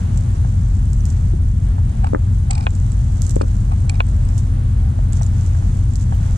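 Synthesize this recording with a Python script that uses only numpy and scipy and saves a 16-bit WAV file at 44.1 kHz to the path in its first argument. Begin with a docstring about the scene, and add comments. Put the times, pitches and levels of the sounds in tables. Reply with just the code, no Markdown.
"""Kayak and fishing gear heard through a closed housing

Beating low tones and filtered-noise rumble fill the housing; filtered noise washes along hull and shore.
Ripples slap the plastic and trap ringing air. Gear blows excite mount and hull modes; the reel clicks,
snaps and drags. Line and cloth rustle in noise grains and snag, and drops ping, all mostly on the right.
A thin pulsing whine sits on the left, and two faint tones glide by."""
import sys
import numpy as np
from scipy import signal
from scipy.fft import rfft, irfft, next_fast_len
from scipy.io import wavfile
from scipy.ndimage import uniform_filter1d, minimum_filter1d, map_coordinates

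SR = 44100
rng = np.random.default_rng(int(sys.argv[2]) if len(sys.argv) > 2 else 0)


def master_out(mix):
    """Clip the mix to full scale and print it as 16-bit PCM to the path in sys.argv[1]."""
    frames = np.transpose(np.atleast_2d(mix))
    ceiling = np.clip(frames, -1, 1)
    pcm = np.round(ceiling * 32767).astype(np.int16)
    wavfile.write(sys.argv[1], SR, pcm)


N = 280917
T = np.arange(N) / SR  # [s]

# Levels are relative inside each layer; left-right values are positive toward the left.
# low hum tones: (frequency [Hz], level [dB])
HUM_TONES = [(42, -25.5), (48, -20), (72, -37), (78, -25.5), (90, -18.5), (100.9, -33.5), (114.1, -23.5),
             (120, -28.5), (183.9, -49), (216.1, -44), (250.5, -43.5)]
# rumble spectrum shape: (frequency [Hz], density [dB per Hz])
RUMBLE_SPECTRUM = [(8, -51), (16, -9.5), (24, -0.5), (50, 6.5), (75, 4.5), (115, -2), (135, -1),
                   (160, -9.5), (186, -8.5), (235, -17.5), (290, -24.5), (400, -41), (600, -63),
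                   (1500, -110)]
# balance of hum and rumble: (frequency [Hz], left-right [dB])
DRONE_LEAN = [(30, 0.1), (70, 1.4), (140, 1.5), (250, 6), (350, 18.5), (700, 39.5)]
# wash spectrum shape: (frequency [Hz], density [dB per Hz])
WASH_SPECTRUM = [(150, -45), (330, 0.5), (480, 1.5), (820, -0.5), (1050, -4.5), (1500, -8.5), (2200, -13.5),
                 (3500, -19), (5000, -23), (9000, -23.5), (11000, -29), (14500, -41)]
# wash along the hull: (time [s], level [dB])
WASH_LEVELS = [(0.0, -47.5), (0.499, -49.5), (1.6, -52.5), (2.02, -48.5), (2.25, -51), (2.9, -50.5),
               (6.37, -48.5)]
# correlation of the wash between ports, before their phase turn: (frequency [Hz], likeness [-1..1])
PORT_LIKENESS = [(300, 0.75), (1000, 0.64), (1600, 0.16), (4000, 0.81), (5500, .1)]
# flexing housing walls drive the ports against each other: (frequency [Hz], left lead [rad])
PORT_PHASE = [(150, 0), (280, 0), (380, 2.45), (1150, 2.65), (1750, 1.4), (2450, 2.1), (3500, .4),
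              (4500, .2), (5100, -1.8)]
# rubbing line and cloth spectrum shape: (frequency [Hz], density [dB per Hz])
RUSTLE_SPECTRUM = [(1000, -58.5), (3000, -12.5), (4800, -10), (6000, -2.5), (7700, -0.5), (8700, -10.5),
                   (10000, -14), (12500, -36.5), (14500, -49)]
# tick spectrum: (frequency [Hz], density [dB per Hz])
SNAP_SPECTRUM = [(1000, -38), (3000, -12.5), (4800, -5.5), (7700, 7.5), (9800, -9.5), (12500, -17),
                 (13600, -25.5), (15000, -44)]
# rubbing line and cloth: (time [s], level [dB])
RUB_LEVELS = [(0.0, -56), (1.03, -55.5), (1.24, -57), (1.58, -60), (2.55, -59), (2.68, -55), (3.03, -55),
              (3.21, -53), (3.8, -56.5), (4.36, -57), (4.54, -63), (5.13, -59.5), (5.4, -54), (5.63, -52),
              (5.87, -56), (6.37, -53)]
# line running through the fingers: (start [s], length [s], change of rubbing level [dB])
LINE_SLIDES = [(1.074, 0.059, 6), (3.202, 0.083, 6), (4.323, 0.26, 4), (5.12, 0.088, 10.5),
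               (5.205, .07, -4), (5.985, 0.056, 11)]
# line snagging and snapping free: (time [s], level [dB])
LINE_SNAGS = [(0.175, -26.5), (0.9325, -33), (1.0547, -24), (1.103, -28), (2.7526, -32.5), (3.2199, -21.5),
              (3.267, -24.5), (3.2952, -21), (3.3088, -23), (3.3583, -24.5), (4.289, -38), (4.3796, -22.5),
              (4.3857, -28), (5.1312, -33), (5.232, -25), (5.265, -34), (5.957, -23.5)]
# drops from the wet line pinging on the gear: (time [s], level [dB], pitch [Hz])
DROP_PINGS = [(0.177, -31, 7500), (0.932, -31, 7760), (1.006, -33.5, 5990), (2.706, -31, 7500),
              (2.919, -26.5, 7760), (3.219, -34.5, 11900), (4.067, -34, 8050), (4.251, -35, 8000),
              (4.289, -37, 5360), (5.124, -30, 6900), (5.131, -21.5, 7700), (5.215, -34, 8000),
              (5.221, -27, 5900), (5.2225, -29, 7700), (5.2323, -35.5, 4000), (5.264, -31, 7100),
              (5.936, -30.5, 7300), (6.142, -38.5, 3070), (6.152, -42, 12000)]
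# larger ripples slapping the hull: (time [s], slap [dB], air pocket [dB], cavity pitch [Hz])
HULL_LAPS = [(0.447, -23, -27, 760), (1.335, -32, -19, 340), (1.782, -23, -26, 755), (4.989, -32, -21, 620),
             (5.212, -19, -21, 680), (5.549, -22, -27, 920), (5.624, -25, -26, 750), (6.123, -17, -21, 740)]
# wetted plastic modes: (frequency [Hz], width [Hz], level [dB])
SLAP_MODES = [(540, 150, -5), (800, 200, 0), (1030, 160, -3), (1700, 500, -19)]
# gear dragging against the reel: (start [s], length [s], level [dB])
REEL_DRAGS = [(2.015, .09, -31.5), (2.492, .045, -27.5), (2.51, .15, -32), (3.708, .035, -29),
              (3.885, .1, -38)]
# reel ratchet clicks: (time [s], level [dB], low-pass corner [Hz])
RATCHET_CLICKS = [(2.0415, -22.5, 3000), (2.068, -23, 3000), (2.507, -9.5, 12000), (2.5296, -19.5, 9000),
                  (2.5501, -19, 9100), (2.577, -18, 4500), (2.606, -22, 3500), (2.625, -24, 3500),
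                  (2.637, -26.5, 4000), (3.4139, -15.5, 7000), (3.717, -23.5, 2500), (3.8933, -13.5, 6000),
                  (3.941, -23.5, 3000), (3.953, -26, 3000)]
# bail arm snapping over, one row: (time [s], level [dB], low-pass corner [Hz])
BAIL_SNAP = (3.896, -2, 3600)
# reel body modes: (frequency [Hz], width [Hz], level [dB])
REEL_MODES = [(768, 36, 9), (870, 55, 2), (1170, 80, -3), (2410, 85, 2), (2800, 110, -14), (3260, 110, -12),
              (3850, 70, -12), (4280, 120, -6), (4570, 100, -13), (5030, 140, -4), (5650, 200, -16),
              (6570, 130, -13), (7750, 200, -4), (8470, 110, -1), (12300, 600, -23)]
# balance of clicks and bail snap: (frequency [Hz], left-right [dB])
CLICK_LEAN = [(2400, -1), (4500, -3.5), (7500, -9)]
# gear clacking against the camera mount: (time [s], level [dB], low-pass corner [Hz])
MOUNT_KNOCKS = [(2.0432, -6.5, 1250), (2.0688, -10, 1200), (2.6674, -0.5, 2800), (3.408, -23, 4000),
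                (4.0041, 1.5, 3400)]
# camera mount modes: (frequency [Hz], width [Hz], level [dB])
MOUNT_MODES = [(500, 130, -9), (820, 160, 0), (1070, 170, -6), (1420, 230, -12), (1780, 340, -19),
               (2420, 200, -9), (2850, 280, -15), (3300, 250, -19), (4250, 300, -26), (7750, 500, -25)]
# gear dropping on the hull and bouncing: (time [s], level [dB], low-pass corner [Hz])
HULL_THUDS = [(2.1338, -2.5, 720), (2.148, -1.5, 1900), (2.1578, -9, 900), (2.165, -15, 700),
              (2.669, -11, 400), (3.3646, 0, 520), (3.4122, -4, 1250), (3.421, -10, 620), (3.432, -8, 480),
              (3.441, -20, 1100)]
# hollow hull modes: (frequency [Hz], width [Hz], level [dB])
HULL_MODES = [(215, 55, -1), (307, 65, 4.5), (410, 75, 3.5), (505, 65, 8.5), (590, 70, -3), (830, 100, -4),
              (990, 100, -3), (1190, 140, -12), (1680, 260, -15)]
# balance of the thuds: (frequency [Hz], left-right [dB])
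THUD_LEAN = [(300, 10), (420, 7), (520, 1), (1500, 0)]
# phase between ports as a thud rocks the housing: (frequency [Hz], left lead [rad])
ROCKING_PHASE = [(150, -.8), (330, -2.3), (600, -2.55), (750, -3.7), (1100, -3.9), (1400, -6)]
# faint gliding tones: (start [s], length [s], from [Hz], to [Hz], level [dB])
TONE_GLIDES = [(4.07, .21, 605, 595, -53), (4.76, .17, 710, 800, -51)]

WASH_SWING_DB = 0.9
SLIP_GAP_S, SLIP_LOSS_DB = 0.0079, 13  # typical gap and loss between slips after a snag
DROP_T60_S, DROP_ATTACK_S = 0.012, 0.00063
DROP_CRACK_DB, DROP_LEAN_DB = -11.5, -14
RIPPLE_DB, RIPPLE_HZ, RIPPLE_LOG_SPREAD = -37, 720, 0.16  # small ripples, centre values and pitch scatter
POCKET_CYCLES = 11.5  # cycles at the cavity pitch for a 60 dB decay
TOP_HZ = 15200


def amp(db):
    """Decibels to gain."""
    return 10 ** (np.asarray(db) / 20)


def unit(x):
    """Scale to rms 1."""
    return x / np.sqrt(np.mean(x ** 2) + 1e-20)


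def along(points, hz):
    """Interpolate (frequency [Hz], value) points on a log axis."""
    f, v = np.transpose(points)
    return np.interp(np.log(hz + 1), np.log(f + 1), v)


def wobble(knots_hz):
    """Smooth random curve."""
    knots = rng.standard_normal(int(N * knots_hz / SR) + 4)
    return map_coordinates(knots, [T * knots_hz])


def swell(start_s, length_s):
    """Half-sine rise and fall, zero outside."""
    return np.sin(np.pi * np.clip((T - start_s) / length_s, 0, 1))


def filtered(x, response):
    """Apply a complex response of frequency [Hz]."""
    size = next_fast_len(N + SR // 2)
    return irfft(rfft(x, size) * response(np.fft.rfftfreq(size, 1 / SR)), size)[..., :N]


def coloured(x, spectrum):
    """Shape x by a (frequency [Hz], level [dB]) spectrum."""
    return filtered(x, lambda hz: amp(along(spectrum, hz)))


def softened(x, corner_hz, order):
    """Low-pass: soft contact carries little treble."""
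    sos = signal.butter(order, min(corner_hz, SR / 2 - 1), fs=SR, output="sos")
    return signal.sosfilt(sos, x)


def resonate(x, modes, sign=-1):
    """Parallel modes, alternately opposed (-1) or in step (+1); a unit impulse rings with peak 1."""
    def body(hz):
        total = 0
        for k, (centre_hz, width_hz, db) in enumerate(modes):
            damping = 1j * hz * width_hz
            total = total + sign ** k * amp(db) * damping / (centre_hz ** 2 - hz ** 2 + damping)
        return total

    impulse_ring = irfft(body(np.fft.rfftfreq(SR, 1 / SR)))
    return filtered(x, body) / np.abs(impulse_ring).max()


def lean(db):
    """Left and right gains for a left-right level difference."""
    return amp(np.array([[.5], [-.5]]) * db)


def housing(x):
    """Flexing walls turn the phase between the two ports with frequency."""
    halves = np.array([[.5], [-.5]])
    return filtered(x, lambda hz: np.exp(1j * halves * along(PORT_PHASE, hz)))


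def contacts(times_s, levels_db, scatter_db, t60_s):
    """Stereo blows: one impulse each, with a dying chatter that differs between ports."""
    out, t = np.zeros((2, N + SR)), T[:SR // 5]
    for s, db in zip(times_s, levels_db):
        chatter = rng.standard_normal((2, len(t))) * amp(-60 * t / t60_s)
        blow = amp(scatter_db) * chatter / np.linalg.norm(chatter[0])
        blow[:, 0] += 1
        out[:, round(s * SR):][:, :len(t)] += amp(db) * blow
    return out[:, :N]


def level_off(x, top_db, hold_s):
    """Smooth limiter: gain eases down round each peak above the ceiling."""
    size = max(int(hold_s * SR), 1)
    gain = np.minimum(1, amp(top_db) / (np.abs(x) + 1e-9))
    gain = minimum_filter1d(gain, size)
    return x * uniform_filter1d(uniform_filter1d(gain, size), size)


def drone():
    """Steady low tones beat over noise rumble, limited together; only the level differs between ports."""
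    tones = np.zeros(N)
    for hz, db in HUM_TONES:
        phase = 2 * np.pi * (hz * T + rng.random()) + 0.013 * wobble(2.0)
        tones += amp(db) * np.sqrt(2) * np.sin(phase)
    rumble = amp(-16.5) * unit(coloured(rng.standard_normal(N), RUMBLE_SPECTRUM))
    edge_fade = signal.windows.tukey(N, .004)
    held = edge_fade * level_off(tones + rumble, top_db=-8.0, hold_s=0.014)
    return filtered(held, lambda hz: lean(along(DRONE_LEAN, hz)))


def water():
    """Ripples wash softly along hull and shore: coloured noise, partly alike in the two ports."""
    s, level_db = np.transpose(WASH_LEVELS)

    def mid_side(hz):
        turn = np.arccos(np.clip(along(PORT_LIKENESS, hz), -1, 1)) / 2
        return amp(along(WASH_SPECTRUM, hz)) * [np.cos(turn), np.sin(turn)]

    mid, side = filtered(rng.standard_normal((2, N)), mid_side)
    wash = unit(housing(np.array([mid + side, mid - side])))
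    return wash * amp(np.interp(T, s, level_db) + 7.5 + WASH_SWING_DB * wobble(8.3))


def repeats(times_s, levels_db, gap_s, loss_db, count, scatter=0):
    """Follow each contact by ever weaker ones, count in all; scatter makes gaps uneven."""
    gaps = gap_s * np.exp(scatter * rng.standard_normal((len(times_s), count)))
    all_times_s = times_s[:, None] + np.cumsum(gaps, axis=1) - gaps
    all_levels_db = levels_db[:, None] - loss_db * np.arange(count)
    return all_times_s.ravel(), all_levels_db.ravel()


def rustle():
    """Line and cloth slip in noise grains, with stray ticks and louder snaps where the line snags."""
    s, level_db = np.transpose(RUB_LEVELS)
    snag_s, snag_db = np.transpose(LINE_SNAGS)
    times_s, snap_db = repeats(snag_s, snag_db, SLIP_GAP_S, SLIP_LOSS_DB, count=3, scatter=0.27)
    slide_db = sum(db * swell(start_s, length_s) for start_s, length_s, db in LINE_SLIDES)

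    grains = rng.standard_normal((2, N)) * amp(2.1 * wobble(350))
    stray = (rng.random(N) < 70 / SR) * rng.standard_normal((2, N))  # about 70 ticks a second
    texture = unit(coloured(grains, RUSTLE_SPECTRUM)) + amp(-7.0) * unit(coloured(stray, SNAP_SPECTRUM))
    rub = texture * amp(np.interp(T, s, level_db) + slide_db - 4.5 + 1.2 * wobble(23))

    # dying shower of smaller slips: chatter thinned at random
    slips = contacts(times_s, snap_db, scatter_db=11, t60_s=.1) * (rng.random(N) < 2000 / SR)
    snaps = contacts(times_s, snap_db, scatter_db=-2, t60_s=.012) + slips
    return rub * lean(-22.0) + amp(11.5) * coloured(snaps, SNAP_SPECTRUM) * lean(-14)


def whine(hz=8960, width_hz=130, rms_db=-63):
    """Thin electronic whine: narrow-band noise pulsing at 60 Hz, mostly on the left."""
    band = unit(filtered(rng.standard_normal(N), lambda f: np.exp(-.5 * ((f - hz) / width_hz) ** 2)))
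    pulse = 1 + np.sin(2 * np.pi * 60 * T)
    return amp(rms_db) * unit(band * pulse) * lean(7)


def drops():
    """Drops strike the gear: a tiny noise crack and a decaying ping of given pitch."""
    out, t = np.zeros(N + SR), T[:SR // 20]
    attack = 1 - np.exp(-t / DROP_ATTACK_S)
    for s, db, hz in DROP_PINGS:
        noise = softened(rng.standard_normal(len(t) + 1), 8000, order=4)
        crack = amp(DROP_CRACK_DB) * unit(np.diff(noise))
        ping = np.sin(2 * np.pi * hz * t) + crack
        out[round(s * SR):][:len(t)] += ping * amp(db - 60 * t / DROP_T60_S) * attack
    return out[:N] * lean(DROP_LEAN_DB)


def ripples(count):
    """Small laps at chance moments, as rows like HULL_LAPS."""
    rows = []
    for _ in range(count):
        s = rng.random() * T[-1]
        slap_db, pocket_db = RIPPLE_DB + rng.normal(0, 2, size=2)
        rows.append((s, slap_db, pocket_db, RIPPLE_HZ * np.exp(rng.normal() * RIPPLE_LOG_SPREAD)))
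    return rows


def laps():
    """Each ripple slaps the plastic and traps an air pocket that rings briefly, rising in pitch."""
    pockets, t = np.zeros(N + SR), T[:SR // 10]
    waves = list(HULL_LAPS) + ripples(count=8)
    for s, _, db, hz in waves:
        ring = np.sin(2 * np.pi * hz * (t + 1.5 * t * t)) * (1 - np.exp(-t / .001))
        pockets[round(s * SR):][:len(t)] += amp(db + 5.5 - 60 * t * hz / POCKET_CYCLES) * ring
    s, slap_db, _, _ = np.transpose(waves)
    splash = contacts(s, slap_db, scatter_db=-2, t60_s=.05)[0]
    slaps = softened(resonate(splash, SLAP_MODES), 2200, order=3)
    return housing(pockets[:N] + slaps) * lean(-3.0)


def reel():
    """Pawl scrapes and one bail strike ring the reel; dragging gear excites it and the mount."""
    shared, own = rng.standard_normal((2, N))
    scrape = np.array([shared + own / 2, shared - own / 2])
    catches = np.zeros((2, N))
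    for s, db, top_hz in RATCHET_CLICKS:
        burst = scrape * amp(db) * swell(s - .002, 0.0092) ** 2
        catches += softened(burst, top_hz, order=1)
    bail_s, bail_db, bail_hz = BAIL_SNAP
    snap = softened(contacts([bail_s], [bail_db], scatter_db=-12, t60_s=.02), bail_hz, order=1)

    # dry scrape fills in between the modes
    scraped = amp(-17.5) * (resonate(catches, REEL_MODES) + amp(8.0) * catches)
    ring = scraped + resonate(snap, REEL_MODES)
    clicks = coloured(ring, [(700, -15.5), (2400, -5.5), (8500, -4.5), (10000, -17), (14000, -34)])

    # the drag also shakes the mount, which roughens it
    reel_shake = unit(resonate(rng.standard_normal(N), REEL_MODES))
    mount_shake = amp(-7) * unit(resonate(rng.standard_normal(N), MOUNT_MODES))
    friction = unit(softened(reel_shake + mount_shake, 1200, order=3))
    drag = friction * sum(amp(db) * swell(start_s, length_s) for start_s, length_s, db in REEL_DRAGS)
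    return housing(filtered(clicks, lambda hz: lean(along(CLICK_LEAN, hz))) + drag)


def blows(rows, scatter_db, t60_s, order):
    """Mono blows, each as dull as its contact is soft."""
    return sum(softened(contacts([s], [db], scatter_db, t60_s)[0], top_hz, order)
               for s, db, top_hz in rows)


def knocks():
    """Gear strikes the camera mount: a short, chattering plastic clack."""
    hits = blows(MOUNT_KNOCKS, scatter_db=-5, t60_s=.04, order=2)
    return amp(-0.8) * housing(softened(resonate(hits, MOUNT_MODES), 6500, order=2))


def thuds():
    """Heavy contacts start all hull modes in step, judder briefly and rock the housing."""
    hits = blows(HULL_THUDS, scatter_db=-10, t60_s=.1, order=3)
    thud = softened(resonate(hits, HULL_MODES, sign=1), 1900, order=6)

    def rocking(hz):
        phase = np.array([[0], [1]]) * along(ROCKING_PHASE, hz)
        return np.exp(-1j * phase) * lean(along(THUD_LEAN, hz))

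    return amp(5.5) * filtered(thud, rocking)


def glides():
    """Two faint tones swell and fade while pitch glides, with a small random phase wobble."""
    out = np.zeros(N)
    for start_s, length_s, from_hz, to_hz, db in TONE_GLIDES:
        hz = np.interp(T, [start_s, start_s + length_s], [from_hz, to_hz])
        tone = np.sin(2 * np.pi * np.cumsum(hz) / SR + .5 * wobble(43))
        out += amp(db) * np.sqrt(2) * swell(start_s, length_s) * tone
    return out


def scene():
    """Sum of all layers at the two ports."""
    steady = drone() + water() + rustle() + whine()
    return steady + drops() + laps() + reel() + knocks() + thuds() + glides()


def record(dry):
    """Camera gain dips as power above about 350 Hz rises; then full-scale clipping and a band limit."""
    bright = dry - filtered(dry, lambda hz: 1 / (1 + (hz / 350) ** 8))
    pole = np.exp(-1 / (.012 * SR))  # 12 ms lag

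    def lagged(x):
        return signal.lfilter([1 - pole], [1, -pole], x)

    power = lagged(lagged(np.mean(bright ** 2, axis=0)))
    gain = (1 + power / amp(-20.5) ** 2) ** -.5
    return filtered(np.clip(dry * gain, -1, 1), lambda hz: hz < TOP_HZ)


dry = scene()
out = record(dry)
master_out(out)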